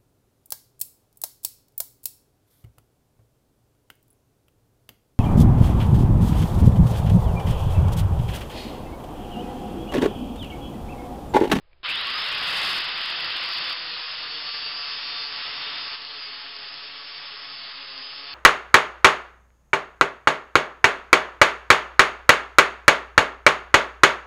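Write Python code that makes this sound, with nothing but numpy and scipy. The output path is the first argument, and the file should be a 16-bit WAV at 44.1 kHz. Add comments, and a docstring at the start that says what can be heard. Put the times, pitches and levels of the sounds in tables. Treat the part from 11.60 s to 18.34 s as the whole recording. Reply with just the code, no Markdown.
"""An angle grinder is switched on in a yard, runs up, and is leaned on a clamped steel strip, which slows it.
Its motor gives a broad roar with shaft tones, and the bevel gears whine at the tooth-meeting rate.
The disc rubs the strip: loose grit hisses and snags, and the uneven face rasps the same track every turn.
Under it lie a faint yard murk and two switch ticks. A dull microphone clips the loud peaks;
its volume drops in three steps, and the sound below the treble flickers and dips."""
import sys
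import numpy as np
from scipy import signal
from scipy.fft import rfft, irfft
from scipy.io import wavfile
from scipy.ndimage import uniform_filter1d

SR = 44100
rng = np.random.default_rng(int(sys.argv[2]) if len(sys.argv) > 2 else 0)


def store_pcm(level_fs):
    """Save levels as 16-bit WAV."""
    pcm = np.round(np.clip(level_fs, -1, 1) * 32767).astype(np.int16)
    wavfile.write(sys.argv[1], SR, np.atleast_2d(pcm).T)


def gain_from_db(level_db):
    """Turn a decibel level (scalar or array-like) into a linear amplitude factor."""
    decades = np.asarray(level_db, float) / 20
    return 10 ** decades


N = 297234  # samples
WHEEL_TEETH, PINION_TEETH = 37, 12


def level(x, db):
    """RMS normalisation: scale to an rms level, or follow a level curve, in dB."""
    return x * gain_from_db(db) / np.sqrt(np.mean(x ** 2))


def shape(x, points):
    """Linear filtering: multiply the spectrum by a response of (Hz, dB) points."""
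    hz, db = np.transpose(points)
    bins = np.fft.rfftfreq(N, 1 / SR) + 1
    gain = gain_from_db(np.interp(np.log(bins), np.log(hz), db))
    return irfft(rfft(x) * gain, N)


def coloured(points):
    """Coloured noise: white noise filtered to a spectrum of (Hz, dB) points."""
    return shape(rng.standard_normal(N), points)


def ring(x, hz, width_hz):
    """Resonance: one damped mode with gain 1 at its centre."""
    return signal.lfilter(*signal.iirpeak(hz, hz / width_hz, fs=SR), x)


def walk(rate):
    """Slow random modulation: values held for 1 / rate seconds and slewed twice; spread near 1."""
    hold = int(SR / rate)
    steps = np.repeat(rng.standard_normal(N // hold + 1), hold)
    return 1.3 * uniform_filter1d(uniform_filter1d(steps, hold), hold)[:N]


def tones(phase, table):
    """Order-locked tones: sines at multiples of a shaft angle, wavering in phase and level."""
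    return sum(level(np.sin(k * phase + 0.9 * walk(28)), db + 3.3 * walk(26)) for k, db in table)


# Colour of the quiet yard. Each row: frequency in Hz, relative level in dB per Hz.
YARD_COLOUR = [(12, -35.5), (20, -8), (80, -21), (257, -44), (348, -32), (1930, -41.5), (2270, -40),
               (5400, -46.5), (7020, -76.5), (11900, -120)]
# Small ticks as the switch is thumbed. Each row: time in seconds, ring amplitude in dB before the
# yard's fade, ring frequency in Hz.
SWITCH_TICKS = [(0.115, -57, 2290), (0.131, -48.5, 2360)]


def yard():
    """Ambient noise and impulse response: wavering murk that dies away, with decaying switch ticks."""
    out = level(coloured(YARD_COLOUR) * gain_from_db(0.69 * walk(60)), -62)
    t = np.arange(int(0.03 * SR)) / SR
    decay = np.exp(-t / 0.0019)
    for s, db, hz in SWITCH_TICKS:
        i = int(s * SR)
        tick = np.sin(2 * np.pi * hz * t) + 0.5 * rng.standard_normal(len(t))
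        out[i:i + len(t)] += gain_from_db(db) * decay * tick
    return out * gain_from_db(-2.5 * np.arange(N) / SR)  # fades by 2.5 dB a second


# How strip, guard and disc ring when rubbed. Each row: frequency in Hz, width of the first of two
# resonances in Hz, relative level in dB.
STRIP_MODES = [(500, 620, -12.5), (1172, 210, -7), (1825, 590, -6.5), (2827, 500, 0), (3640, 330, 0.5),
               (4727, 830, 6), (5338, 540, 7.5)]


def strip(force):
    """Modal response: the steel answers any rubbing force with the same modes."""
    out = 0
    for hz, width_hz, db in STRIP_MODES:
        narrow = ring(force, hz, width_hz)
        # a second, wider resonance steepens the skirts
        out = out + gain_from_db(db) * ring(narrow, hz, 2.44 * width_hz)
    return out


# One bump of the disc face bites and squeals for a moment. Each row: middle in seconds, length in seconds,
# multiple of spindle turns, extra level in dB.
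BUMP_SQUEALS = [(1.9, .2, 28, 11), (2.04, .16, 30, 9), (2.12, .07, 28, 12), (2.26, .2, 27, 7),
                (2.42, .25, 33, 5), (2.75, .3, 30, 6), (2.75, .2, 22, 10), (2.9, .6, 35, 5),
                (3.03, .3, 32, 6), (3.02, .2, 31, 6), (3.22, .16, 34, 9), (3.32, .22, 35, 8),
                (3.3, .16, 31, 7), (3.53, .2, 30, 6), (3.62, .16, 34, 7), (3.62, .14, 32, 6),
                (4.24, .07, 35, 10), (4.51, .14, 29, 7), (4.63, .1, 35, 13), (4.72, .16, 32, 8),
                (4.74, .16, 36, 7), (4.72, .16, 33, 6), (5.1, .1, 35, 6), (4.72, .35, 16, 10),
                (5.45, .25, 16, 11), (5.62, .2, 33, 7), (6.02, .22, 33, 8), (6.15, .45, 29, 9),
                (4.05, .3, 25, 11), (3.52, .3, 25, 9)]


def bite_db(k):
    """Transient excitation: extra level of one spindle multiple while it squeals."""
    t = np.arange(N) / SR
    return sum(db * np.exp(-((t - s) / length * 2) ** 4) for s, length, at, db in BUMP_SQUEALS if at == k)


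def grit(turn, rasp_db):
    """Random abrasion: hiss with sparse strong impulses where coarse grains catch the steel."""
    snags_per_s = 51
    luck = rng.random(N) * SR / snags_per_s
    snags = np.where(luck < 1, -np.log(luck + 1e-3), 0)
    snags = snags * 9.2 * gain_from_db(rasp_db + 34.5)  # a harder rasp means harder snags
    once_a_turn = 1 + 0.085 * np.cos(turn)
    return (rng.standard_normal(N) + snags) * once_a_turn * gain_from_db(0.43 * walk(40))


def face(turn):
    """Periodic forcing: the uneven face repeats every turn while its bumps wear and shift."""
    tilt_db_per_octave, wear_db = -3.5, 2.2
    # the spindle hunts a little, which blurs the higher multiples most
    shaken = turn + 0.03 * walk(40)
    out = 0
    for k in range(5, WHEEL_TEETH + 2):
        if k == WHEEL_TEETH:  # left to the gear whine
            continue
        bump_db = tilt_db_per_octave * np.log2(k / 30) + wear_db * walk(22) + bite_db(k)
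        out = out + gain_from_db(bump_db) * np.sin(k * shaken + walk(20) + rng.uniform(0, 2 * np.pi))
    return out


def disc(turn, grit_db, rasp_db):
    """Source and resonator: random grit and the repeating face both drive the modes of the strip."""
    hiss, rasp = grit(turn, rasp_db), face(turn)
    return level(strip(hiss), grit_db) + level(strip(rasp), rasp_db + 1.5)


# Colour of the motor roar. Each row: frequency in Hz, relative level in dB per Hz.
ROAR_COLOUR = [(30, -18), (120, -19.5), (400, -17), (800, -7.5), (1200, -0.5), (1600, -1), (2000, 0.5),
               (2320, -2.5), (2600, 2.5), (3000, 2.5), (3600, 2.5), (3950, -2), (5000, -12.5), (5600, -7.5)]


def roar(turn, armature, roar_db):
    """Amplitude-modulated broadband noise: fan and brushes throb with spindle and armature."""
    throb = 1 + 0.039 * np.cos(turn) + 0.18 * np.cos(armature)
    return level(coloured(ROAR_COLOUR) * throb * gain_from_db(0.9 * walk(9.8)), roar_db)


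def gear_mesh(turn, speed_up, mesh_db):
    """Gear meshing: a whine at the tooth rate, roughened by unequal teeth and backlash."""
    # the rough skirt around the whine is widest while it spins up
    rattle = 1 + 0.3 * np.cos(turn) + (0.15 + 1.6 * speed_up ** 8) * walk(450)
    strength = gain_from_db(mesh_db + 1.5 * walk(25))
    jitter = (0.3 + 2.2 * speed_up ** 8) * walk(200)  # radians
    return strength * rattle * np.sqrt(2) * np.sin(WHEEL_TEETH * turn + jitter)


# Armature imbalance and fan tones, heard under load. Each row: multiple of armature turns, level in dB
# before the load and hum factors.
ARMATURE_TONES = [(1, -59.5), (2, -56.5), (3, -55)]
# Disc imbalance and the strongest bumps of its face. Each row: multiple of spindle turns, level in dB
# before the load and hum factors.
SPINDLE_TONES = [(0.993, -62), (2, -59), (2.997, -61), (4.02, -59.5), (7.92, -52.5), (24.84, -50.5),
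                 (15.85, -51.5)]
# Change of the shaft hum. Each row: time in seconds, gain in dB.
HUM_GAIN = [(2.2, 1), (3.0, -2), (4.299, -1), (4.7, 1.5), (6.74, 1.5)]


def shaft_hum(turn, armature, rasp_db):
    """Rotating imbalance: tones locked to each shaft grow with the load."""
    load = gain_from_db(rasp_db + 36)
    hum = load ** 0.91 * tones(armature, ARMATURE_TONES) + load ** 0.21 * tones(turn, SPINDLE_TONES)
    return hum * gain_from_db(np.interp(np.arange(N) / SR, *np.transpose(HUM_GAIN)))


def motor(turn, roar_db, mesh_db, rasp_db):
    """Superposition: roar, gear mesh, shaft tones and run-up strain all follow one shaft angle."""
    armature = turn * WHEEL_TEETH / PINION_TEETH
    # spindle acceleration as a share of 220 turns per second squared
    acceleration = uniform_filter1d(np.gradient(np.gradient(turn)), 2000) * SR ** 2 / (2 * np.pi)
    speed_up = np.clip(acceleration / 220, 0, 1)
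    out = roar(turn, armature, roar_db)
    out = out + gear_mesh(turn, speed_up, mesh_db)
    out = out + shaft_hum(turn, armature, rasp_db)
    # pulling up to speed, the armature sings its third multiple through a housing resonance
    return out + ring(speed_up * walk(60) * tones(armature, [(3, -31.5)]), 1270, 80)


# Run-up from the switch to free speed. Each row: time in seconds, spindle turns in Hz, gear mesh whine in dB.
RUN_UP_CURVE = [(0.231, 40.38, -63), (0.27, 58.97, -43), (0.3, 66, -36), (0.33, 81, -43),
                (0.36, 94.5, -36.5), (0.4, 104, -37), (0.44, 112, -42), (0.51, 126.5, -44),
                (0.55, 133, -37), (0.62, 141.2, -34), (0.72, 147.5, -32), (0.9, 161.6, -40),
                (1.2, 171.4, -35.5)]
# Strokes along the strip. Each row: time in seconds, spindle turns in Hz, once-a-turn rasp in dB before
# the disc's 1.5 dB lift.
STRIP_STROKES = [(1.54, 170.4, -43.5), (1.76, 169.3, -44), (1.9, 168.8, -35), (2.09, 166.2, -36),
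                 (2.42, 156.2, -32), (2.7, 149.8, -33), (2.83, 148, -30), (2.951, 146.6, -29.5),
                 (3.07, 147.6, -29.5), (3.25, 143.8, -29.5), (3.42, 143.7, -32), (3.6, 145.1, -29.5),
                 (3.78, 141.9, -32), (4.05, 144.4, -33), (4.17, 145.6, -32.5), (4.289, 140.4, -31.5),
                 (4.541, 144.7, -29.5), (4.64, 138.3, -30), (4.75, 136.5, -32), (4.929, 140.7, -33),
                 (5.07, 136.8, -31.5), (5.24, 142.5, -32.5), (5.571, 142.7, -33), (5.679, 139.5, -33),
                 (5.88, 140.1, -33), (6.03, 136.2, -32.5), (6.249, 136.2, -33), (6.381, 132.9, -32),
                 (6.598, 139.1, -32), (6.74, 141.8, -27)]
# Gain of roar and grit as the tool is swung past the microphone and set to the work. Each row: time in
# seconds, gain in dB.
NEARNESS_GAIN = [(0.25, -1), (0.6, -0.5), (0.75, 0.5), (1.05, 3.5), (1.22, 1), (2.1, 0.5), (2.2, -1.5),
                 (3.3, -4), (3.8, -2.5), (4.8, -2.5), (5.3, -2), (6.74, -3.5)]
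# Under load the whine is loudest where it meets a ring of the gear housing. Each row: spindle turns in Hz,
# whine in dB before its waver.
LOADED_WHINE = [(134, -37), (138, -38), (140.5, -33.5), (142.5, -31), (145, -31), (148, -34), (165, -45),
                (171.1, -43.5)]


def scene():
    """Common drive: one spindle speed steers every tool sound, which is silent until the switch closes."""
    t = np.arange(N) / SR
    up_s, up_hz, up_db = np.transpose(RUN_UP_CURVE)
    work_s, work_hz, work_db = np.transpose(STRIP_STROKES)
    switch_s, free_s = up_s[0], up_s[-1]
    hz = np.interp(t, np.r_[up_s, work_s], np.r_[up_hz, work_hz])
    turn = 2 * np.pi * np.cumsum(uniform_filter1d(hz, int(0.04 * SR))) / SR  # spindle angle, radians
    # roar and grit rise 18 dB in the first 18 ms
    near_db = np.interp(t, *np.transpose(NEARNESS_GAIN)) + np.interp(t - switch_s, [0, 0.018], [-18, 0])
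    # grit grows 6.5 dB as the disc reaches speed
    grit_db = -34.5 + np.interp(t, [switch_s, free_s], [0, 6.5]) + near_db
    rasp_db = np.interp(t, np.r_[free_s, work_s], np.r_[-63, work_db])
    loaded_db = np.interp(hz, *np.transpose(LOADED_WHINE)) + 3 * walk(6)
    mesh_db = np.where(t < free_s, np.interp(t, up_s, up_db), loaded_db)
    tool = motor(turn, -25.5 + near_db, mesh_db, rasp_db) + disc(turn, grit_db, rasp_db)
    return (tool * (t > switch_s) + yard())[None]


def lows(x, top_hz):
    """Low-pass filtering: the part of a sound below top_hz."""
    return shape(x, [(top_hz, 0), (1.15 * top_hz, -40), (SR, -60)])


# The lower bands flicker on their own. Each row: top of the band in Hz, level change in dB before a random
# factor of 0 to 1.7.
BAND_FLICKER = [(200, -5), (450, -5), (900, -3), (2500, -1.2), (4300, -1.5)]
# The body of the sound under the whine dips briefly. Each row: middle in seconds, length in seconds,
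# reach in Hz, depth in dB before it eases with the band's height.
BODY_DIPS = [(0.26, 0.051, 500, 14), (1.432, 0.024, 600, 13.5), (1.464, 0.028, 800, 10),
             (1.788, 0.025, 500, 9), (1.868, .02, 700, 5), (1.938, 0.023, 900, 15.5),
             (2.443, 0.047, 599.4, 13), (2.485, 0.041, 795, 4), (2.918, 0.021, 1090, 9),
             (3.051, 0.023, 1000, 8), (3.836, 0.026, 900, 15), (4.296, 0.025, 800, 8),
             (4.368, 0.033, 700, 10), (4.816, 0.037, 500, 9), (5.09, .025, 600, 9), (5.223, 0.024, 880, 0),
             (5.274, 0.02, 901, 5)]


def flicker(x, t):
    """Band-wise gain modulation: each low band fades now and then, and all dip together at listed times."""
    out, below = x, 0
    for top_hz, own_db in BAND_FLICKER:
        band_db = own_db * np.clip(walk(36) - 0.4, 0, 1.3) ** 2
        for at, length, reach_hz, db in BODY_DIPS:
            i = slice(int((at - 2 * length) * SR), int((at + 2 * length) * SR))
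            depth_db = db / (1 + (0.7 * top_hz / reach_hz) ** 4)
            band_db[i] -= depth_db * np.exp(-((t[i] - at) / length * 2) ** 4)
        low = lows(x, top_hz)
        out = out + (low - below) * (gain_from_db(band_db) - 1)
        below = low
    return out


# Treble cut of the microphone. Each row: frequency in Hz, gain in dB.
MIC_RESPONSE = [(5100, 0.5), (5280, -10.5), (5420, -20), (5580, -27), (5700, -46.5), (5790, -71)]


def microphone(x):
    """Asymmetric saturation: a lopsided preamp rounds loud swings ahead of a steep treble cut."""
    # uneven response to push and pull turns the hiss envelope into rumble, more when loud
    square = x ** 2 - uniform_filter1d(x ** 2, int(0.06 * SR))
    lopsided = x + 0.45 * gain_from_db(4.6 * walk(7)) * square
    ceiling = gain_from_db(-17.5)
    return shape(ceiling * np.tanh(lopsided / ceiling), MIC_RESPONSE)


def band_limit(x):
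    """A steep low-pass at the top of the band."""
    return signal.sosfilt(signal.butter(12, 15740, fs=SR, output="sos"), x)


# Microphone volume. Each row: start in seconds, gain in dB from then on.
VOLUME_STEPS = [(0, 1.5), (1.21, -1.5), (2.135, -5), (4.36, -10.5)]


def record(dry):
    """Gain and hard limiting: stepped volume feeds the microphone; clipping sprays clicks above its cut."""
    t = np.arange(N) / SR
    s, db = np.transpose(VOLUME_STEPS)
    stepped_db = db[np.searchsorted(s, t, "right") - 1]
    volume_db = uniform_filter1d(stepped_db, int(0.0066 * SR))
    x = flicker(microphone(dry[0] * gain_from_db(volume_db)), t)
    top = gain_from_db(-20.1)
    clipped = np.clip(x + 0.0012, -top, top)  # a small constant offset makes the clipping uneven
    return band_limit(clipped[None])


dry = scene()
out = record(dry)
store_pcm(out)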